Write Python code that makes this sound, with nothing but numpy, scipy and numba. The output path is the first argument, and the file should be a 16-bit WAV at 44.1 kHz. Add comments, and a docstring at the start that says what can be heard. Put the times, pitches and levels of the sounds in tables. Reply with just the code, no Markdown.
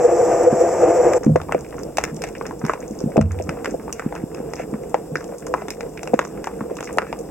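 """A distant boat drones and throbs underwater, heard through the resonances of a watertight camera housing
that drifts over a rocky harbour bed. The drone stops dead after about a second, opening onto a soft wash
of water and snapping shrimp near and far. Each claw snap collapses a bubble: a pop and a bright crack
that echo in the housing and off the rocks. Handling thumps and knocks the housing, ringing its modes,
and the camera's limiter ducks the mix after a loud hit."""
import sys
import numpy as np
from scipy import signal
from scipy.fft import rfft, irfft
from scipy.io import wavfile
from scipy.ndimage import uniform_filter1d, map_coordinates
from numba import njit

SR = 44100
rng = np.random.default_rng(int(sys.argv[2]) if len(sys.argv) > 2 else 0)


def dump_mix(stems):
    """Bounce the given channels to the path in sys.argv[1] as a 16-bit WAV at rate SR."""
    frames = np.atleast_2d(stems).T  # one column per channel
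    limited = np.clip(frames, -1, 1)  # hard clip at full scale
    pcm = np.round(limited * 32767).astype(np.int16)
    wavfile.write(sys.argv[1], SR, pcm)


N = 322282
TIME, FREQ = np.arange(N) / SR, np.arange(N // 2 + 1) * SR / N
SHORT = 8192  # samples in one snap with its tail
SHORT_TIME, SHORT_FREQ = np.arange(SHORT) / SR, np.arange(SHORT // 2 + 1) * SR / SHORT
BOAT_STOP_S = 1.181

# EQ of the water's wash: (frequency [Hz], relative level [dB])
WASH_EQ = [(15, -35.5), (25, -23), (54, -4), (106, -15.5), (155, -1), (258, -6.5), (316, 0), (372, -6.5),
           (475, 1.5), (593, -21), (670, -10), (928, -20.5), (2180, -38.5), (2780, -35), (3200, -49),
           (4160, -78), (7040, -120)]
# EQ of the far shrimp's fizz: (frequency [Hz], relative level [dB])
FIZZ_EQ = [(2800, -31), (3500, -4), (4200, -15), (5300, 1), (6500, -5), (7600, 5), (8500, 2), (9300, -9),
           (10200, -3.5), (15500, -5.5)]
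# propeller churn through the housing: (frequency [Hz], relative level [dB])
CHURN_EQ = [(30, -35), (43, -11), (58, -18.5), (85, -12), (270, -14.5), (330, 0.5), (410, 0.5), (540, 0.5),
            (610, -0.5), (700, 1), (800, -5.5), (980, -13), (1220, -17.5), (1800, -22.5), (2700, -32),
            (3200, -47.5), (4200, -76)]
# propeller hiss through the housing: (frequency [Hz], relative level [dB])
HISS_EQ = [(2800, -41.5), (3400, -12.5), (4100, -28.5), (5200, -2), (5900, 4.5), (6500, -0.5), (7500, 10.5),
           (8200, -1), (9000, -50.5), (10000, -12.5), (15500, -21)]
# machinery tones: (pitch [Hz], relative level [dB])
MACHINE_TONES = [(344.5, -25.5), (565, -36), (680, -24), (740, -39), (1211, -40.5)]
# swells of the boat's main tone: (crest time [s], level [dB])
BOAT_SWELLS = [(0.057, -5.5), (0.136, -17), (0.198, -14.5), (0.237, -18.5), (.408, -16.5), (0.481, -6.5),
               (.617, -14.5), (0.836, -12.5), (1.005, -16), (1.072, -13.5), (1.162, -15)]
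# modes of the housing and its grip: (pitch [Hz], relative level [dB], free t60 [s])
HOUSING_MODES = [(75.7, -2.5, 0.57), (92, -2.5, 0.61), (124, 4.5, 0.14), (157.5, 5.5, 0.3),
                 (182.5, 7, 0.077), (217.3, 6, 0.23), (269.5, 5.5, 0.13), (323, -10.5, 0.02),
                 (436, 6, 0.058), (504, 1, 0.16), (547, -18, 0.18), (621, -2, 0.12), (658, -14.5, 0.23)]
# hits on the housing: (time [s], peak level [dB], contact pitch [Hz], share of free ring time [ratio])
HOUSING_HITS = [(0.526, -7, 228, 0.15), (1.21, -19, 433, 0.27), (1.2634, -0.5, 245, 0.53),
                (1.289, -5.5, 141, 0.78), (1.293, -14.5, 470, .5), (1.357, -0.5, 560, 0.37),
                (1.546, -6.5, 516, 0.38), (2.113, -21.5, 194, 1), (2.637, -11, 208, 0.23),
                (2.906, -18, 270, 0.31), (3.01, -19, 455, 0.57), (3.039, -8.5, 251, 0.059),
                (3.059, -12, 202, 0.21), (3.085, -21, 553, 0.6), (3.159, -8, 520, 0.25),
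                (3.175, 2.5, 221, .9), (3.178, -2.5, 656, 0.78), (3.189, -2, 560, 0.48),
                (3.195, -6, 93, 0.89), (3.399, -14.5, 610, .45), (3.487, -14.5, 161, 0.085),
                (3.673, -17, 432, 0.97), (3.741, -13, 497, 0.34), (4.061, -8.5, 260, 0.11),
                (4.237, -12, 222, 0.05), (4.401, -15.5, 378, 0.13), (4.728, -16, 235, 0.44),
                (4.943, -9, 630, 0.34), (5.117, -19.5, 167, 0.39), (6.135, -3, 484, 0.1),
                (6.139, -1, 407, .19), (6.711, -17, 477, .43), (6.973, -11.5, 537, 0.12)]
# colour of a snap through the housing: (frequency [Hz], relative level [dB])
SNAP_EQ = [(40, -45), (120, -42), (250, 1), (500, 12.5), (800, 2.5), (1500, -1), (2700, -3), (3150, -18),
           (3600, -10.5), (4300, -20), (5200, -5.5), (7600, -10.5), (9300, -24.5), (10500, -24.5),
           (16000, -36)]
# bands of a snap's ring, pop, crack and sizzle: (low edge [Hz], high edge [Hz])
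SNAP_BANDS = [(300, 700), (700, 3000), (5000, 9000), (10000, 16000)]
# echo tails off the rocks: (time [s], length [s], level [dB], centre [Hz])
SNAP_ECHO_TAILS = [(1.981, 0.14, -41, 1500), (2.215, 0.088, -45, 2020), (2.634, 0.13, -38.5, 1580),
                   (3.634, 0.09, -47.5, 1680), (3.927, 0.15, -50.5, 2100), (4.563, 0.08, -40.5, 1840),
                   (5.543, 0.096, -43.5, 1400), (6.197, 0.064, -50, 1290), (6.419, 0.083, -47, 1960),
                   (7.036, 0.089, -49.5, 2040)]
# close shrimp: (time [s], pop pitch [Hz], pop level [dB], crack level [dB])
NEAR_SNAPS = [(1.134, 711, -18, -29.5), (1.241, 830, -25, -65), (1.359, 1000, -13, -33),
              (1.401, 1100, -24, -68), (1.415, 744, -23, -41), (1.492, 920, -20.5, -71),
              (1.522, 1610, -12.5, -33.5), (1.546, 1130, -23, -45), (1.608, 715, -59, -38),
              (1.833, 813, -40, -33.5), (1.971, 1490, -23.5, -23.5), (1.983, 770, -8, -25.5),
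              (2.038, 1400, -15.5, -20.5), (2.219, 766, -27.5, -29.5), (2.238, 710, -17.5, -30),
              (2.287, 710, -30, -39.5), (2.411, 1040, -20.5, -58), (2.465, 703, -30, -34.5),
              (2.509, 1030, -24.5, -56), (2.65, 1120, -25, -36), (2.664, 738, -29, -31),
              (2.695, 1160, -9, -49), (2.735, 1020, -17.5, -38.5), (3.168, 720, -16.5, -35),
              (3.212, 1400, -14.5, -25), (3.318, 904, -43, -33.5), (3.492, 1210, -19.5, -33.5),
              (3.645, 1380, -21, -34), (3.657, 1330, -18.5, -33), (3.879, 840, -26.5, -74),
              (3.926, 795, -36, -22), (3.995, 1440, -20, -37), (4.124, 804, -20.5, -52),
              (4.152, 953, -27, -39.5), (4.346, 830, -34, -38.5), (4.535, 680, -21, -34),
              (4.943, 910, -8, -36), (5.155, 1640, -12.5, -37), (5.242, 880, -37, -39),
              (5.468, 1070, -25.5, -41), (5.539, 990, -8.5, -36), (5.619, 745, -20, -54),
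              (5.683, 1080, -23.5, -35), (5.704, 820, -30.5, -23.5), (5.807, 810, -24, -36.5),
              (6.031, 736, -24, -31), (6.074, 665, -22, -36.5), (6.14, 740, -20, -36.5),
              (6.191, 1110, -5.5, -26), (6.442, 760, -24.5, -33), (6.471, 830, -19, -39.5),
              (6.607, 1130, -23, -57), (6.768, 1130, -30.5, -35.5), (6.806, 690, -24, -34),
              (6.827, 694, -26, -40), (6.843, 725, -39, -34), (6.984, 1400, -3.5, -26.5),
              (7.127, 836, -16.5, -40.5)]
# the boat's pan between the microphone ports: (frequency [Hz], left minus right [dB])
BOAT_PAN = [(60, 0.5), (110, -0.5), (200, 1), (380, -2), (700, 4), (1290, -0.5), (2380, 0), (4400, 10.5),
            (8120, -7), (15000, 8)]
# the boat's phase between the ports: (frequency [Hz], left lead [rad])
BOAT_PHASE = [(300, 0.099), (500, -0.73), (800, -0.015), (3000, 0.034), (5000, -0.3), (6800, -0.88),
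              (8000, -0.45)]
# pan of the reef and the knocks: (frequency [Hz], left minus right [dB])
REEF_PAN = [(60, 2.5), (110, -5), (200, 2.5), (380, -8), (700, 7.5), (1200, 0), (2400, -0.5), (4400, 4),
            (8000, 1)]
# phase of the reef and the knocks: (frequency [Hz], left lead [rad])
REEF_PHASE = [(260, .1), (520, 1.4), (1000, -.1), (1900, .5), (2800, .3), (4300, 3.7), (5300, 4.5),
              (7500, 6.2), (16000, 8.5)]
# how mono diffuse sound is: (frequency [Hz], left-right correlation [ratio])
CORRELATION = [(30, 0.81), (150, 0.99), (1000, 0.99), (2500, 0.84), (5500, 0.48), (8000, 0.51),
               (14000, 0.18)]


def undb(db):
    """Decibels to gain."""
    return 10 ** (np.asarray(db) / 20)


def unit(x):
    """Scale to rms 1."""
    return x / np.sqrt(np.mean(x ** 2))


def curve(points, freq):
    """Join (frequency [Hz], value) breakpoints on a log-frequency axis."""
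    hz, value = np.transpose(points)
    return np.interp(np.log(freq + 1), np.log(hz), value)


def resonance(freq, hz, width_hz):
    """Gain of one resonance, 1 at its centre."""
    return 1 / np.sqrt(1 + ((freq ** 2 - hz ** 2) / (width_hz * (freq + 1))) ** 2)


def drift(rate_hz):
    """Random modulator: sample-and-hold, slewed twice, rms 1."""
    hold = int(SR / rate_hz)
    steps = np.repeat(rng.standard_normal(N // hold + 1), hold)
    return unit(uniform_filter1d(uniform_filter1d(steps, hold), hold)[:N])


def diffuse(gain):
    """Stereo noise with the given spectrum, narrow in the bass and wide in the treble; rms 1."""
    alike = np.clip(curve(CORRELATION, FREQ), 0, 1)
    mid, side = rfft(rng.standard_normal((2, N))) * gain * np.sqrt([1 + alike, 1 - alike])
    return unit(irfft(np.array([mid + side, mid - side]), N))


def sharp_click(gain):
    """The tightest (minimum-phase) click with the given spectrum."""
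    cepstrum = irfft(np.log(gain + 1e-9))
    cepstrum[1:SHORT // 2] *= 2
    cepstrum[SHORT // 2 + 1:] = 0
    return irfft(np.exp(rfft(cepstrum)))


def fade(t, t60):
    """Exponential decay, 60 dB down after t60."""
    return np.exp(-np.log(1000) * t / t60)


def add(out, s, sound):
    """Mix a sound in from time s."""
    start = max(int(s * SR), 0)
    part = out[:, start:start + sound.shape[-1]]
    part += sound[..., :part.shape[1]]


def ports(x, pan, phase):
    """Stereo image: the housing wall reaches the two ports with different strength and phase."""
    half = undb(curve(pan, FREQ) / 2) * np.exp(.5j * curve(phase, FREQ))
    return irfft(rfft(x) * np.array([half, 1 / half]), N)


def rock_ripple(width_hz):
    """Smooth random EQ peaks and dips left by the paths between rocks; spread near 1."""
    points = rng.standard_normal(SHORT // 2 + 3)
    return map_coordinates(points, [SHORT_FREQ / max(width_hz, 50)], order=3, mode="nearest")


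def scatter(wall_db, wall_t60, near_db, near_t60, far_db, far_t60):
    """Stereo spectrum of the direct path, wall smear, near housing echoes and a grainy far rock tail."""
    near_noise, far_noise, grain, sides, wall_noise = rng.standard_normal((5, SHORT))
    wall = unit(wall_noise * fade(SHORT_TIME, wall_t60))
    near = unit(near_noise * fade(SHORT_TIME, near_t60) * (SHORT_TIME > .0006))
    bloom = 1 - fade(SHORT_TIME, 0.03)
    far = unit(far_noise * undb(13.2 * grain) * fade(SHORT_TIME, far_t60) * bloom)
    echoes = (undb(near_db) * near + undb(far_db) * far) / np.sqrt(SHORT)
    # the wall smears the crack; the brightest tip passes cleanly
    wall_eq = undb(wall_db) * resonance(SHORT_FREQ, hz=5500, width_hz=7100) ** 2
    smear = wall_eq * rfft(wall) / np.sqrt(SHORT)
    alike = np.clip(curve(CORRELATION, SHORT_FREQ), 0, 1)
    mid = 1 + smear + rfft(echoes) * np.sqrt(alike)
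    side = rfft(echoes * np.sign(sides)) * np.sqrt(1 - alike)
    return np.array([mid + side, mid - side])


def rumble(start_db=-44, fall_db_per_s=3):
    """A deep rumble of water round the housing that slowly settles."""
    settled_s = np.maximum(TIME - BOAT_STOP_S, 0)
    return diffuse(resonance(FREQ, hz=55, width_hz=99) ** 2) * undb(start_db - fall_db_per_s * settled_s)


def water(wash_db=-34, hollow_db=-39, fizz_db=-51.5):
    """The bed: a low, restless wash that rings the housing, under the even fizz of countless far shrimp."""
    surge_db, ring_db = 1.7 * drift(22), 3.5 * drift(30)
    wash = diffuse(undb(curve(WASH_EQ, FREQ))) * undb(wash_db + surge_db)
    hollow = diffuse(resonance(FREQ, hz=490, width_hz=120) ** 2) * undb(hollow_db + ring_db)
    fizz = diffuse(undb(curve(FIZZ_EQ, FREQ))) * undb(fizz_db + 0.27 * drift(28))
    return wash + hollow + fizz


def colony(spread_db, centre_hz, pitch_spread, width, shrimp, snaps_each):
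    """Shrimp further off, each with its own pitch and echoes, snapping at random; rms 1."""
    out = np.zeros((2, N))
    for _ in range(shrimp):
        hz = centre_hz * np.exp(pitch_spread * rng.standard_normal())
        colour = undb(curve(SNAP_EQ, SHORT_FREQ) + 2 * rock_ripple(width_hz=1100))
        colour *= resonance(SHORT_FREQ, hz, width * hz) ** 2
        paths = scatter(wall_db=2.5, wall_t60=0.008, near_db=1, near_t60=.025, far_db=0, far_t60=.17)
        click = unit(irfft(rfft(sharp_click(colour)) * paths))
        # most snaps are faint, a few stand out
        strength = np.minimum(rng.exponential(size=snaps_each), 2.5)
        for s, db in zip(rng.random(snaps_each) * TIME[-1], spread_db * strength):
            add(out, s, undb(db) * click)
    return unit(out)


def echo_tails(grains_per_s=900, crack_db=-7):
    """Grainy, rasping echo tails off the rocks and surface."""
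    out = np.zeros((2, N))
    cracks = undb(crack_db) * resonance(SHORT_FREQ, hz=7500, width_hz=2900) ** 2
    for s, length, db, hz in SNAP_ECHO_TAILS:
        grains = rng.standard_normal(SHORT) * (rng.random(SHORT) < grains_per_s / SR)
        grains *= np.sin(np.pi * np.minimum(SHORT_TIME / length, 1))
        body = resonance(SHORT_FREQ, hz, 1.45 * hz) ** 3
        click = sharp_click(undb(curve(SNAP_EQ, SHORT_FREQ)) * (body + cracks))
        paths = scatter(wall_db=-12, wall_t60=0.0035, near_db=2, near_t60=0.012, far_db=1, far_t60=0.054)
        rasp = signal.fftconvolve(grains[None], irfft(rfft(click) * paths), axes=1)
        add(out, s, undb(db) * rasp * np.sqrt(2 * length * SR / np.sum(rasp ** 2)))
    return out


def wavering_tone(hz, wander_hz, rate_hz):
    """A sine whose pitch strays at random; rms 1."""
    return np.sqrt(2) * np.sin(2 * np.pi * np.cumsum(hz + wander_hz * drift(rate_hz)) / SR)


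def swells(floor_db=-21.5, half_width_s=0.011):
    """Gain of the boat's main tone: a low steady level with brief bell-shaped swells."""
    crests = sum(undb(db) * np.exp(-((TIME - s) / half_width_s) ** 2) for s, db in BOAT_SWELLS)
    return undb(floor_db) + crests


def boat(churn_db=-18, hiss_db=-38):
    """Propeller noise and unsteady machinery tones; each swell throbs the main tone and lifts the hiss."""
    effort, throb = drift(12.64), swells()
    churn = diffuse(undb(curve(CHURN_EQ, FREQ))) * undb(churn_db + effort + 1.57 * drift(45.1))
    hiss = diffuse(undb(curve(HISS_EQ, FREQ))) * undb(hiss_db + 5 * throb + 1.4 * drift(60.9))
    main_tone = wavering_tone(hz=497, wander_hz=19, rate_hz=90) * undb(1.3 * drift(90))
    machinery = sum(wavering_tone(hz, wander_hz=4.95, rate_hz=40) * undb(db - 3.5 + 3 * drift(25.9))
                    for hz, db in MACHINE_TONES)
    return ports(churn + hiss + main_tone * throb + machinery, BOAT_PAN, BOAT_PHASE)


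def grip_bumps(count=16, peak_db=-28, spread_db=5.5, contact_hz=320, pitch_spread=0.41, ring_share=.3):
    """Faint random bumps of the grip, as extra rows of housing hits."""
    times = rng.uniform(BOAT_STOP_S, TIME[-1], count)
    return [(s, peak_db + spread_db * force, contact_hz * np.exp(pitch_spread * hardness), ring_share)
            for s, (force, hardness) in zip(times, rng.standard_normal((count, 2)))]


def knocks(width=0.8):
    """Each hit wakes the housing's modes near the pitch of its contact; the grip damps them."""
    out, t = np.zeros((2, N)), TIME[:SR // 2]
    hz, db, t60 = np.transpose(HOUSING_MODES)[:, :, None]
    for s, peak_db, contact_hz, ring_share in HOUSING_HITS + grip_bumps():
        detune = 1 + 0.0076 * rng.standard_normal(hz.shape)
        weight = undb(db) * resonance(hz, contact_hz, width * contact_hz) ** 2
        decay = fade(t, t60 * max(ring_share, .05))
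        ring = np.sum(weight * np.sin(2 * np.pi * hz * detune * t) * decay, axis=0)
        # a soft contact builds up over about a cycle and leaves no deep boom
        ring *= 1 - np.exp(-(t * contact_hz) ** 2)
        ring = signal.sosfilt(signal.butter(2, 0.52 * contact_hz, "high", fs=SR, output="sos"), ring)
        add(out, s, undb(peak_db) * ring / np.abs(ring).max())
    return out


def snap(hz, pop_db, crack_db):
    """A bubble collapses: a pop that rings the housing and a crack with a bright sizzle, plus echoes."""
    # the duller the snap, the more it gathers round its pop pitch
    pitched = undb(.4 * (pop_db - crack_db)) * resonance(SHORT_FREQ, hz, .48 * hz) ** 2
    colour = undb(curve(SNAP_EQ, SHORT_FREQ) + 2.96 * rock_ripple(width_hz=650)) * (1 + pitched)
    colour *= 1 + .5 * resonance(SHORT_FREQ, hz=455, width_hz=31)
    paths = scatter(wall_db=-2.5, wall_t60=0.0077, near_db=-1.5, near_t60=0.029, far_db=-9, far_t60=0.18)
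    # four-band EQ: the ring follows the pop, the sizzle follows the crack
    target_db = np.array([pop_db - 5.5, pop_db, crack_db, crack_db - 13.5])
    power = (colour * np.abs(paths.mean(axis=0))) ** 2 / (SHORT * 0.0012 * SR)  # as a 1.2 ms burst
    band_power = [power[(SHORT_FREQ > low) & (SHORT_FREQ < high)].sum() for low, high in SNAP_BANDS]
    trim_db = target_db - 10 * np.log10(band_power)
    centres_hz = np.sqrt(np.prod(SNAP_BANDS, axis=1))
    colour *= undb(curve(np.transpose([centres_hz, trim_db]), SHORT_FREQ))
    return irfft(rfft(sharp_click(colour)) * paths)


def near_shrimp(delay_s=.0008):
    """Foreground claw snaps, each with its own pitch and bite."""
    out = np.zeros((2, N))
    for s, hz, pop_db, crack_db in NEAR_SNAPS:
        add(out, s + delay_s, snap(hz, pop_db, crack_db))
    return out


def scene(crossfade_s=0.0087):
    """The boat cuts to the reef bed; close snaps, echo tails and knocks sit on top."""
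    running = np.clip((BOAT_STOP_S - TIME) / crossfade_s + .5, 0, 1)
    pops = colony(spread_db=10, centre_hz=1090, pitch_spread=0.28, width=0.99, shrimp=48, snaps_each=7)
    ticks = colony(spread_db=9.5, centre_hz=7130, pitch_spread=0.24, width=0.48, shrimp=36, snaps_each=4)
    reef = (1 - running) * (water() + rumble() + undb(-45.5) * pops + undb(-54) * ticks)
    drone = running * boat()
    return drone + ports(reef + near_shrimp() + echo_tails() + knocks(), REEF_PAN, REEF_PHASE)


@njit
def follow(x, attack, release):
    """Envelope follower; attack and release are shares of the gap closed per sample."""
    out, level = np.empty(len(x)), 0.
    for i in range(len(x)):
        level += (x[i] - level) * (attack if x[i] > level else release)
        out[i] = level
    return out


def record(dry, ceiling=0.75, attack_s=0.00025, release_s=0.15, top_hz=16200):
    """The camera's limiter ducks the mix after a loud hit; the fastest peaks clip, and the top is cut."""
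    envelope = follow(np.abs(dry).max(axis=0), 1 / (attack_s * SR), 1 / (release_s * SR))
    limited = dry * ceiling / np.maximum(envelope, ceiling)
    high_cut = signal.ellip(8, .2, 70, top_hz, fs=SR, output="sos")
    return signal.sosfilt(high_cut, np.clip(limited, -1, 1))


dry = scene()
out = record(dry)
dump_mix(out)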